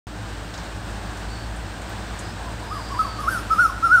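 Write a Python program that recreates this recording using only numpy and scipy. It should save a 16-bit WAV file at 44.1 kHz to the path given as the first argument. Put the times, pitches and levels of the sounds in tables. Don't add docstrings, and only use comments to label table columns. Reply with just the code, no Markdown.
import sys
import numpy as np
from scipy import signal
from scipy.fft import rfft, irfft
from scipy.io import wavfile
from scipy.ndimage import uniform_filter1d

SR = 44100
rng = np.random.default_rng(int(sys.argv[2]) if len(sys.argv) > 2 else 0)


def store_pcm(level_fs):
    pcm = np.round(np.clip(level_fs, -1, 1) * 32767).astype(np.int16)
    wavfile.write(sys.argv[1], SR, np.atleast_2d(pcm).T)


N = 176400
T = np.arange(N) / SR
FREQS = np.arange(N // 2 + 1) * SR / N


def from_db(db):
    return 10 ** (np.asarray(db) / 20)


def rms_one(x):
    return x / np.sqrt(np.mean(x ** 2) + 1e-20)


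def curve(rows, at):
    return np.interp(at, *np.transpose(rows))


def at_hz(rows, hz):
    f, db = np.transpose(rows)
    return np.interp(np.log(hz + 1e-9), np.log(f), db)


def drift(rate_hz):
    return rms_one(irfft(rfft(rng.standard_normal(N)) / (1 + (FREQS / rate_hz) ** 2), N))


def band(x, low_hz, high_hz):
    edges = [low_hz, min(high_hz, SR / 2 - 1000)]
    return signal.sosfilt(signal.butter(2, edges, "band", fs=SR, output="sos"), x + 1e-18)


def phase_of(hz):
    return 2 * np.pi * np.cumsum(hz) / SR


# (frequency [Hz], relative level [dB])
TRAFFIC_COLOUR = [(25, -25), (36, -21), (48, -21), (62, 0), (76, -10), (104, -2.5), (128, -17.5),
                  (152, -16), (168, -8), (215, -10.5), (260, -18.5), (300, -7.5), (360, -17.5),
                  (480, -17.5), (620, -16), (760, -14.5), (1050, -18), (1350, -19), (1600, -16.5),
                  (2050, -25), (3000, -26.5), (4200, -28), (6500, -35.5), (8500, -32), (10200, -52),
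                  (11200, -51), (12600, -46.5), (13800, -51), (15600, -52)]
# (time [s], level change [dB])
TRAFFIC_LOUDNESS = [(0, -2.5), (.4, 0), (.7, 0.5), (1.4, 0), (2.2, 1), (4, 0)]


def traffic():
    bass_cut = np.minimum(FREQS / 70.6, 1) ** 2
    colour = from_db(at_hz(TRAFFIC_COLOUR, FREQS)) * bass_cut
    wash = rms_one(irfft(rfft(rng.standard_normal(N)) * colour, N))
    flicker_db = 0.7 * drift(rate_hz=5)
    return wash * from_db(-34.5 + curve(TRAFFIC_LOUDNESS, T) + flicker_db)


# (pitch [Hz], level [dB])
ENGINE_TONES = [(54, -35.5), (108, -41.5), (163, -58), (220, -53)]
# (time [s], level change [dB])
ENGINE_LOUDNESS = [(0, -3), (1, -0.5), (1.3, 1.5), (1.7, -2.5), (2.5, -1.5), (3.2, 1), (4, -2)]


def engine():
    speed = 1 + 0.02014 * drift(rate_hz=4.77)
    hum = sum(from_db(db + 2 * drift(rate_hz=5.3)) * np.sin(phase_of(hz * speed))
              for hz, db in ENGINE_TONES)
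    return np.sqrt(2) * hum * from_db(curve(ENGINE_LOUDNESS, T))


# (time [s], level [dB], middle frequency [Hz], width [octaves])
LEAF_DROPS = [(0.538, -34.5, 4000, 1.2), (.576, -38, 5100, 0.55), (1.562, -42.5, 8400, 0.25),
              (1.815, -44, 7200, 0.56), (1.893, -51, 13000, .4), (2.189, -35, 7500, 0.51)]


def drops():
    rise_s, decay_s, patter_per_s = 0.0013, 0.015, 90
    splashes = np.zeros(N)
    for start, db, hz, octaves in LEAF_DROPS:
        age = np.maximum(T - start, 0)
        spread = 2 ** (octaves / 2)
        noise = rms_one(band(rng.standard_normal(N), hz / spread, hz * spread))
        splashes += from_db(db) * noise * np.minimum(age / rise_s, 1) * np.exp(-age / decay_s)
    hits = (rng.random(N) < patter_per_s / SR) * rng.exponential(1, N)
    fading_hits = signal.lfilter([1], [1, -np.exp(-1 / (decay_s * SR))], hits + 1e-18)
    patter = band(fading_hits * rng.standard_normal(N), low_hz=4500, high_hz=8750)
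    return splashes + from_db(-60) * rms_one(patter)


# (start [s], length [s], first pitch [Hz], last pitch [Hz], level [dB])
SMALL_BIRD_NOTES = [(1.27, 0.19, 4500, 4500, -49.5), (2.2, 0.13, 4780, 5220, -48),
                    (2.63, 0.39, 4920, 4780, -46.5), (2.93, 0.29, 4700, 4500, -46.5)]


def small_bird():
    song = np.zeros(N)
    flutter_hz = 135 * drift(rate_hz=260)
    for start, length, first_hz, last_hz, db in SMALL_BIRD_NOTES:
        share = np.clip((T - start) / length, 0, 1)
        pitch = first_hz + (last_hz - first_hz) * share + flutter_hz
        swell = np.sqrt(2 * np.abs(np.sin(np.pi * share)))
        song += from_db(db) * swell * np.sin(phase_of(pitch))
    return song


def leaf_scatter(x, fade_s=0.12, rise_s=0.0014):
    t = T[:SR]
    tail = rng.standard_normal(SR) * from_db(-60 * t / fade_s) * (1 - np.exp(-t / rise_s))
    return signal.fftconvolve(x, tail / np.linalg.norm(tail))[:N]


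def koel_pitch(share, top_at, hump, dip, top, end):
    turns = np.sort([0, 0.1222, 0.31, top_at, 0.78, 1])
    turn_hz = [0.93 * hump, hump, dip, top, top + 0.42 * (end - top), end]
    step = np.interp(share, turns, np.arange(6))
    eased = step - np.sin(2 * np.pi * step) / (2 * np.pi) * (share < top_at)
    past_top = (step > 3) & (step < 4)
    eased = np.where(past_top, 3 + np.abs(step - 3) ** 1.35, eased)
    return uniform_filter1d(np.interp(eased, np.arange(6), turn_hz), size=600)


# (start [s], length [s], place of the top [0-1], first hump [Hz], dip [Hz],
# top [Hz], end [Hz], base overtone level [dB], base rasp level [dB])
KOEL_NOTES = [(2.373, 0.16, 0.48, 972, 850, 1050, 835, -68, -74),
              (2.619, .205, 0.55, 1002, 890, 1268, 858, -50.5, -57),
              (2.9, .195, 0.51, 1126, 950, 1300, 893, -48, -53),
              (3.185, .22, .59, 1260, 1080, 1590, 1178, -42, -47.5),
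              (3.496, .215, .54, 1318, 1200, 1463, 1034, -40, -50.5),
              (3.824, 0.21, .55, 1387, 1260, 1491, 1094, -41.5, -55)]
# (time [s], level [dB])
WHISTLE_LOUDNESS = [
    [(2.37, -50), (2.45, -52), (2.475, -38.5), (2.55, -58)],
    [(2.62, -39.5), (2.65, -49), (2.703, -44), (2.72, -26), (2.765, -34.5), (2.815, -42)],
    [(2.895, -32), (2.915, -34), (2.988, -33), (2.994, -17), (3.018, -16.5), (3.031, -64), (3.05, -29),
     (3.09, -45)],
    [(3.185, -35), (3.212, -28.5), (3.222, -38), (3.235, -30), (3.272, -32), (3.28, -16), (3.291, -18),
     (3.298, -32.5), (3.346, -26), (3.41, -36.5)],
    [(3.495, -38), (3.51, -17), (3.538, -14), (3.547, -42), (3.572, -27.5), (3.596, -12), (3.636, -16.5),
     (3.664, -16.5), (3.678, -42), (3.71, -27)],
    [(3.82, -24), (3.831, -21), (3.852, -15), (3.889, -28), (3.921, -11.5), (3.957, -8.5), (3.967, -17.5),
     (3.979, -15.5), (3.993, -20), (4.04, 7)],
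]
OVERTONE_LEVELS = [-3, 0, 1, 4, -1, -2, -4, -10, -4, 1]
# (frequency [Hz], level change [dB])
THROAT_COLOUR = [(2000, -6), (4300, -12.5), (5400, -0.5), (6400, -12.5), (7300, -13.5), (8200, -14),
                 (9600, 0.5), (11000, -29), (13000, -8), (15500, -22)]
# (place in the note [0-1], level change [dB])
OVERTONE_SWELL = [(0, -1), (.15, 1), (.33, -1.5), (.6, 4), (.8, -0.5), (1, 1)]
# (middle frequency [Hz], width [Hz], relative level [dB])
RASP_BANDS = [(5470, 260, -7), (9450, 490, -3.5), (12940, 550, -6.5)]


def koel():
    whistle, spill, overtones = np.zeros((3, N))
    wobble = 1 + 0.0042 * drift(rate_hz=126)
    flutter_db = 2.2 * drift(rate_hz=130)
    roughness = 0.17 * drift(rate_hz=260)
    rasp = sum(from_db(db) * rms_one(band(rng.standard_normal(N), hz - width / 2, hz + width / 2))
               for hz, width, db in RASP_BANDS)
    for (start, length, *shape, overtone_db, rasp_db), loudness in zip(KOEL_NOTES, WHISTLE_LOUDNESS):
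        on = (T >= start) & (T < start + length)
        share = (T[on] - start) / length
        pitch = koel_pitch(share, *shape) * wobble[on]
        phase = phase_of(pitch)
        fade = np.clip(np.minimum(share, 1 - share) * length / 0.0044, 0, 1)
        tone = np.sqrt(2) * fade * np.sin(phase)
        level_db = curve(loudness, T[on])
        unsteady = np.clip((-19 - level_db) / 10, 0, 1)
        whistle[on] += tone * from_db(level_db + unsteady * flutter_db[on])
        spill[on] += tone * from_db(np.minimum(level_db, -16.5 + 0.64 * level_db))
        stack = sum(from_db(db + at_hz(THROAT_COLOUR, k * pitch)) * np.sin(k * (phase + roughness[on]))
                    for k, db in enumerate(OVERTONE_LEVELS, 2))
        buzz = from_db(overtone_db) * stack + from_db(rasp_db) * rasp[on]
        brighten_db = 0.0209 * (pitch - 1430)
        overtones[on] += fade * from_db(curve(OVERTONE_SWELL, share) + brighten_db) * buzz
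    return whistle, spill, overtones


# (delay [s], level compared with the whistle [dB])
TRUNK_ECHOES = [(0.022, -18), (.118, -20.5)]


def koel_in_trees():
    whistle, spill, overtones = koel()
    echoes = sum(from_db(db) * np.interp(T - delay, T, whistle, left=0) for delay, db in TRUNK_ECHOES)
    near = leaf_scatter(overtones + spill)
    far = leaf_scatter(from_db(-12.5) * whistle + from_db(-7) * overtones, fade_s=0.7, rise_s=0.004)
    return whistle + echoes + near + far


def scene():
    return (traffic() + engine() + drops() + leaf_scatter(small_bird()) + koel_in_trees())[None]


def record(dry):
    whine_hz, silent_s, cutoff_hz = 14724, 0.069, 15700
    whine = np.sqrt(2) * from_db(-71) * np.sin(2 * np.pi * whine_hz * T)
    treble_cut = signal.ellip(12, 0.1, 80, cutoff_hz, fs=SR, output="sos")
    return signal.sosfilt(treble_cut, (dry + whine) * (T >= silent_s))


dry = scene()
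out = record(dry)
store_pcm(out)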